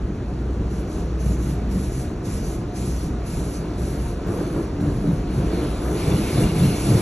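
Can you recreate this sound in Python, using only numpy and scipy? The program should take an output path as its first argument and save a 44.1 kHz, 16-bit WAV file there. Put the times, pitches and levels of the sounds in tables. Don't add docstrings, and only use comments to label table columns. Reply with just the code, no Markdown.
import sys
import numpy as np
from scipy import signal
from scipy.fft import rfft, irfft, next_fast_len
from scipy.io import wavfile
from scipy.ndimage import uniform_filter1d, map_coordinates

SR = 44100
rng = np.random.default_rng(int(sys.argv[2]) if len(sys.argv) > 2 else 0)


def makeup_ratio(level_db):
    decades = np.asarray(level_db, float) / 20
    return 10 ** decades


def master_out(mix):
    frames = np.transpose(np.atleast_2d(mix))
    ceiling = np.clip(frames, -1, 1)
    pcm = np.round(ceiling * 32767).astype(np.int16)
    wavfile.write(sys.argv[1], SR, pcm)


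N = 309141


def unit(x):
    return x / np.sqrt(np.mean(x ** 2) + 1e-20)


def along(points, hz):
    f, v = np.transpose(points)
    return np.interp(np.log(hz + 1), np.log(f + 1), v)


def gains(rows):
    s, *cols = np.transpose(rows)
    return [makeup_ratio(np.interp(np.arange(N) / SR, s, c)) for c in cols]


def wobble(rate_hz):
    knots = rng.standard_normal(int(N * rate_hz / SR) + 4)
    return map_coordinates(knots, [np.arange(N) * rate_hz / SR])


def filtered(x, response):
    m = next_fast_len(N + 8192)
    return irfft(rfft(x, m) * response(np.fft.rfftfreq(m, 1 / SR)), m)[..., :N]


def coloured(x, spectrum):
    return unit(filtered(x, lambda hz: makeup_ratio(along(spectrum, hz))))


def modes(table):
    def response(hz):
        ring = 0
        for k, (centre_hz, width_hz, db) in enumerate(table):
            damping = 1j * hz * width_hz
            ring = ring + (-1) ** k * makeup_ratio(db) * damping / (centre_hz ** 2 - hz ** 2 + damping)
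        return ring / (1 + 1j * hz / (3 * table[-1][0])) ** 2
    return response


def water(density, spread_db, patchy_db):
    z = rng.standard_normal((2, 2, 257, N // 256 + 2))
    field = uniform_filter1d(rng.standard_normal(z.shape[2:]), 6, 0)
    patches = makeup_ratio(patchy_db * unit(uniform_filter1d(field, 12, 1)))
    bed = signal.istft((z[0] + 1j * z[1]) * patches, window="cosine", nperseg=512)[1][:, :N]
    at = rng.integers(N, size=int(density * N / SR))
    size = makeup_ratio(spread_db * rng.standard_normal(len(at)))
    drops = np.zeros((2, N))
    drops[:, at] = size * rng.choice([-1, 1], (2, len(at)))
    return unit(bed) + 0.65 * unit(drops)


def passes(rows, rise_db_s, fall_db_s, swell_db, crest, steep):
    hop = 64
    s, length, *levels = np.transpose(rows)[:, :, None]
    t = np.arange(0, N + hop, hop) / SR - s
    arch_db = -swell_db * ((np.clip(t / length, 0, 1) - crest) / crest) ** 2
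    shape_db = rise_db_s * np.minimum(t, 0) - fall_db_s * np.maximum(t - length, 0) + arch_db
    curves = []
    for db, k in zip(levels, [1, steep]):
        gain = np.sqrt(np.sum(makeup_ratio(2 * (db + k * shape_db)), axis=0))
        curves.append(np.interp(np.arange(N), np.arange(t.shape[1]) * hop, gain))
    return curves


def pumps():
    # (time [s], hum [dB], whine [dB])
    motor_load = [(0.0, -27, -52), (0.19, -31, -52), (0.3, -31, -34), (0.53, -23.5, -52), (1.03, -27, -46),
                  (1.31, -19.5, -56), (1.64, -25.5, -35), (1.91, -23, -55), (2.05, -41, -41),
                  (2.34, -30, -51), (2.75, -34.5, -44), (2.95, -21.5, -44), (3.2, -32, -43),
                  (4.04, -27, -44), (4.72, -48, -48.5), (5.4, -24.5, -38), (6.1, -26.5, -42),
                  (7.01, -40, -37)]
    # (frequency [Hz], level [dB/Hz])
    cabin_spectrum = [(15, -47), (30, -7.5), (45, 2), (60, 0), (80, -4.5), (250, -9), (500, -26),
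                      (1000, -39.5), (2000, -39), (5000, -51.5), (9500, -53), (10800, -86), (12000, -84),
                      (16000, -120)]
    hum_hz, whine_hz, whine_width_hz = 59.17, 713.5, 7
    hum_waver_db = 1 * (wobble(5) + wobble(16))
    whine_waver_db = 1.5 * wobble(7)
    hum_gain, whine_gain = gains(motor_load) * makeup_ratio([hum_waver_db, whine_waver_db])
    hum = np.sin(2 * np.pi * np.cumsum(hum_hz * (1 + 0.02 * wobble(6))) / SR)
    whine = unit(filtered(rng.standard_normal(N), modes([(whine_hz, whine_width_hz, 0)])))
    lines = hum_gain * hum + 0.56 * whine_gain * whine
    bay = coloured(water(density=3000, spread_db=-4.0, patchy_db=1.5), cabin_spectrum)
    rumble = makeup_ratio(-27.5 + 0.6 * wobble(2.81)) * bay
    return rumble + lines * [[1], [0.3]]


def follow(db, power):
    # (time [s], level [dB])
    nearness = [(0.0, -59.5), (0.8, -55.5), (1.5, -55), (2.2, -57), (3.2, -55), (3.7, -53), (4.2, -53),
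                (4.45, -50), (4.75, -53.5), (5.25, -52.5), (5.57, -45.5), (5.92, -48.5), (6.0, -42),
                (6.45, -40.5), (6.54, -43), (6.63, -39.5), (6.83, -42.5), (7.01, -40)]
    return makeup_ratio(db) * (gains(nearness)[0] / makeup_ratio(-56)) ** power


def gouts():
    # (time [s], length [s], roof level [dB], door level [dB])
    landings = [(0.25, 0.029, -26.5, -50), (0.74, .1, -27, -50), (0.98, 0.02, -25.5, -35),
                (1.26, .04, -21.5, -36), (1.47, 0.019, -22.5, -42), (1.76, 0.038, -21, -37),
                (1.97, 0.035, -22.5, -54), (2.28, 0.18, -26.5, -37), (2.79, 0.12, -27, -41),
                (3.04, 0.035, -26.5, -37), (3.4, 0.057, -25.5, -34), (3.59, 0.034, -29, -34.5),
                (3.87, 0.11, -27, -34.5), (4.29, 0.13, -24, -25), (4.57, 0.026, -27.5, -24.5),
                (4.82, 0.077, -20.5, -28), (5.05, 0.084, -19.5, -29.5), (5.39, .04, -20, -26.5),
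                (5.51, .04, -30, -26), (5.63, 0.013, -20, -24.5), (5.85, 0.1, -26, -24.5),
                (6.09, 0.048, -15, -22.5), (6.37, 0.085, -14.5, -22.5), (6.55, .03, -23, -36),
                (6.61, 0.037, -11, -26.5), (6.72, 0.037, -27.5, -43), (6.89, 0.094, -14.5, -22.5)]
    return passes(landings, rise_db_s=200, fall_db_s=142, swell_db=0.5, crest=0.5, steep=0.93)


def flows():
    # (time [s], length [s], sizzle [dB], swish [dB])
    strokes = [(0.71, 0.09, -60, -54), (0.92, 0.09, -57, -52), (1.205, 0.13, -52.5, -49),
               (1.42, 0.094, -50.5, -48.5), (1.715, 0.16, -50.5, -48.5), (1.93, 0.1, -49.5, -47.5),
               (2.255, .13, -49, -46), (2.44, 0.1, -49.5, -47), (2.76, 0.15, -49.5, -45.5),
               (2.95, 0.11, -51, -47.5), (3.27, .13, -48.5, -47), (3.44, 0.13, -50, -49),
               (3.785, 0.15, -50.5, -50.5), (3.95, 0.16, -53, -53), (4.28, 0.15, -54, -53),
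               (4.47, .15, -56, -59), (4.81, 0.16, -58, -57), (5.01, 0.17, -58.5, -58),
               (5.31, 0.087, -56, -56), (5.52, 0.31, -56, -64), (5.82, 0.19, -49, -51),
               (6.04, 0.26, -49, -47), (6.31, 0.11, -44.5, -44.5), (6.44, 0.035, -53, -56),
               (6.56, 0.2, -45.5, -46), (6.79, .2, -42.5, -42)]
    shape = dict(fall_db_s=226, swell_db=1.5, crest=0.69, steep=0.8)
    out_strokes = passes(strokes[0::2], rise_db_s=800, **shape)
    back_strokes = passes(strokes[1::2], rise_db_s=250, **shape)
    sizzle, swish = makeup_ratio(1.0) * np.hypot(out_strokes, back_strokes)
    door = gouts()[1]
    return (np.hypot(sizzle, follow(db=-73.5, power=2.0)),
            np.hypot(swish, follow(db=-60.5, power=0.77)),
            np.hypot(makeup_ratio(-7) * swish, follow(db=-55.5, power=1.08)),
            np.hypot(makeup_ratio(-16) * door, follow(db=-45.5, power=0.46)))


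def jet(sizzle, swish, splash, wash):
    # (frequency [Hz], level [dB/Hz])
    fine_spectrum = [(6000, -33), (7500, -6), (9000, -0.5), (10800, 5), (12000, -10.5), (13000, -19),
                     (14000, -24), (16000, -55)]
    swish_spectrum = [(2000, -21), (3500, -9), (4800, -5), (6200, -0.5), (7500, -5), (8800, -23),
                      (10500, -34)]
    coarse_spectrum = [(900, -29), (1700, -7.5), (2500, -1.5), (3300, -6), (4500, -4), (6500, -12.5),
                       (9000, -69)]
    wash_spectrum = [(350, -42), (600, 4.5), (800, -0.5), (950, 0), (1400, -2.5), (1700, -8.5), (2100, -18),
                     (3000, -59)]
    mist = makeup_ratio(0.54 * wobble(40)) * water(density=6000, spread_db=-1.0, patchy_db=2.5)
    coarse = water(density=2500, spread_db=2.5, patchy_db=2.0)
    runoff = water(density=1500, spread_db=2.5, patchy_db=0.54)
    idle = makeup_ratio(-73)
    hiss = makeup_ratio(3.0) * (sizzle + idle) * coloured(mist, fine_spectrum)
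    hiss += makeup_ratio(-1.0) * swish * coloured(mist, swish_spectrum)
    hiss += splash * coloured(coarse, coarse_spectrum)
    return hiss + makeup_ratio(1.0) * wash * coloured(runoff, wash_spectrum)


def panels():
    # (frequency [Hz], width [Hz], level [dB])
    roof_modes = [(93.8, 17.7, -1), (131.6, 19.5, 1.5), (162, 26.7, 2.2), (203.4, 52, -2.5)]
    door_modes = [(290, 20.7, 1), (343, 75.4, -1.5), (437.6, 111, -4.5), (600, 262, -15.5)]
    roof, door = gouts()
    roof = np.hypot(roof, follow(db=-32.5, power=0.1))
    door = np.hypot(door, follow(db=-32.5, power=0.32))
    roof_hits = water(density=150, spread_db=3, patchy_db=-0.86)
    door_hits = water(density=400, spread_db=2.0, patchy_db=0.24)
    drum = makeup_ratio(-3.5) * roof * unit(filtered(roof_hits, modes(roof_modes)))
    return drum + makeup_ratio(-1.98) * door * unit(filtered(door_hits, modes(door_modes)))


def spits():
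    # (time [s], level [dB])
    edge_hits = [(1.2, -45), (1.715, -45), (2.25, -47), (2.765, -46), (3.96, -48), (4.27, -46), (5.13, -49),
                 (6.26, -42), (6.31, -42), (6.55, -43), (6.8, -42), (6.86, -42), (6.93, -42)]
    t60_s, centre_hz, width_hz = 0.045, 14200, 2500
    t = np.arange(8192) / SR
    shape = np.zeros(N + SR)
    for s, db in edge_hits:
        shape[round(s * SR):][:len(t)] += makeup_ratio(db - 60 * t / t60_s)
    noise = rng.standard_normal((2, N))
    return shape[:N] * filtered(noise, lambda hz: np.exp(-((hz - centre_hz) / width_hz) ** 2))


def pane(splash):
    # (frequency [Hz], width [Hz], level [dB])
    glass_modes = [(2290, 130, 7), (2740, 170, 2), (2850, 110, -9), (3500, 48, 6), (4110, 66, 4),
                   (4230, 86, -3)]
    # (time [s], frequency [Hz], level [dB], t60 [s])
    heavy_drops = [(1.779, 188.2, -21, 0.36), (4.062, 923, -33.5, 0.071), (4.6, 600, -35, 0.028),
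                   (4.849, 290, -21.5, 0.52), (5.08, 290, -21.5, .3), (5.39, 128, -19, .2),
                   (6.12, 124.5, -16.5, 0.32), (6.41, 125, -17, .35), (6.639, 135, -13.5, 0.33),
                   (6.94, 130, -16.5, 0.37), (6.12, 3530, -37, 0.065), (6.17, 2940, -39, .06),
                   (6.24, 2530, -39, .06), (6.28, 2690, -38, .08), (6.44, 2350, -36, .06),
                   (6.44, 2800, -31.5, 0.046), (6.5, 2800, -38, 0.055), (6.64, 2720, -36, .1),
                   (6.87, 3450, -38, .06), (6.6, 3500, -38, 0.086), (6.75, 2220, -38, 0.089)]
    noise = rng.standard_normal((2, 1, N))
    each = filtered(noise, lambda hz: np.array([modes([mode])(hz) for mode in glass_modes]))
    flare = makeup_ratio([3.3 * wobble(35) for _ in glass_modes])
    ring = np.sum(flare * each, axis=1)
    t = np.arange(-6000, 9000) / SR
    plop = np.zeros(N + SR)
    for s, hz, db, t60_s in heavy_drops:
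        envelope = makeup_ratio(db - 60 * np.abs(t) / t60_s)
        plop[round((s + t[0]) * SR):][:len(t)] += envelope * np.sin(2 * np.pi * hz * t)
    return makeup_ratio(2.0) * splash ** 1.203 * unit(ring) + plop[:N] * [[1], [0.6]]


def scene():
    # (frequency [Hz], level [dB])
    scatter = [(40, -60), (70, -43), (110, -33), (180, -28), (320, -19), (750, -6.5), (1400, -6.5),
               (1900, -17), (2600, -10), (4000, -8), (4950, -10), (5400, -6), (5900, -22), (12000, -22)]
    flow = flows()
    field = pumps() + jet(*flow) + panels() + spits() + pane(flow[2])

    def split(hz):
        share = makeup_ratio(along(scatter, hz))
        return np.array([hz ** 0, share]) / np.sqrt(1 + share ** 2)
    common, apart = filtered(field, split)
    return np.array([common + apart, common - apart])


def squelch(pair):
    # (frequency [Hz], level [dB])
    audible = [(4000, -110), (8000, -97), (11000, -100), (12000, -94), (13200, -86), (13700, -79),
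               (15000, -82)]
    hz, _, z = signal.stft([pair[0] + pair[1], pair[0] - pair[1]], SR, nperseg=2048)
    hz = hz[:1024]
    bands = np.abs(z[:, :1024].reshape(2, 64, 16, -1) / 2) ** 2
    power = np.mean(bands, axis=2).repeat(16, axis=1)
    masked = (hz[:, None] > 7000) * makeup_ratio(-35) * power[::-1]
    fickle_db = 3 * rng.standard_normal((64, power.shape[-1])).repeat(16, axis=0)
    fickle_db = fickle_db * (hz[:, None] > 11500)
    floor = makeup_ratio(2 * (along(audible, hz)[:, None] + fickle_db))
    z[:, :1024] *= power > floor + masked
    mid, side = signal.istft(z, SR, nperseg=2048)[1][:, :N] / 2
    return np.array([mid + side, mid - side])


def band_limit(x):
    return signal.sosfilt(signal.butter(12, 14880, fs=SR, output="sos"), x)


def record(dry):
    # (frequency [Hz], phase [rad])
    lead = [(0, 0), (1700, 0.05), (3000, 1.15), (4000, .8), (4500, 1.7), (4950, 3.14), (5300, 4.8),
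            (5720, 6.15), (6100, 6.35), (6400, 7), (8800, 9.15), (9450, 9.6), (11000, 11.25), (11700, 12.1),
            (12300, 12.5), (22050, 12.56)]

    def lag(hz):
        half = np.exp(0.5j * np.interp(hz, *np.transpose(lead)))
        return np.array([half, half.conj()])
    ports = filtered(dry, lag)
    ports = ports / (1 + np.abs(ports / 0.7) ** 4) ** (1 / 4)
    return band_limit(squelch(ports))


dry = scene()
out = record(dry)
master_out(out)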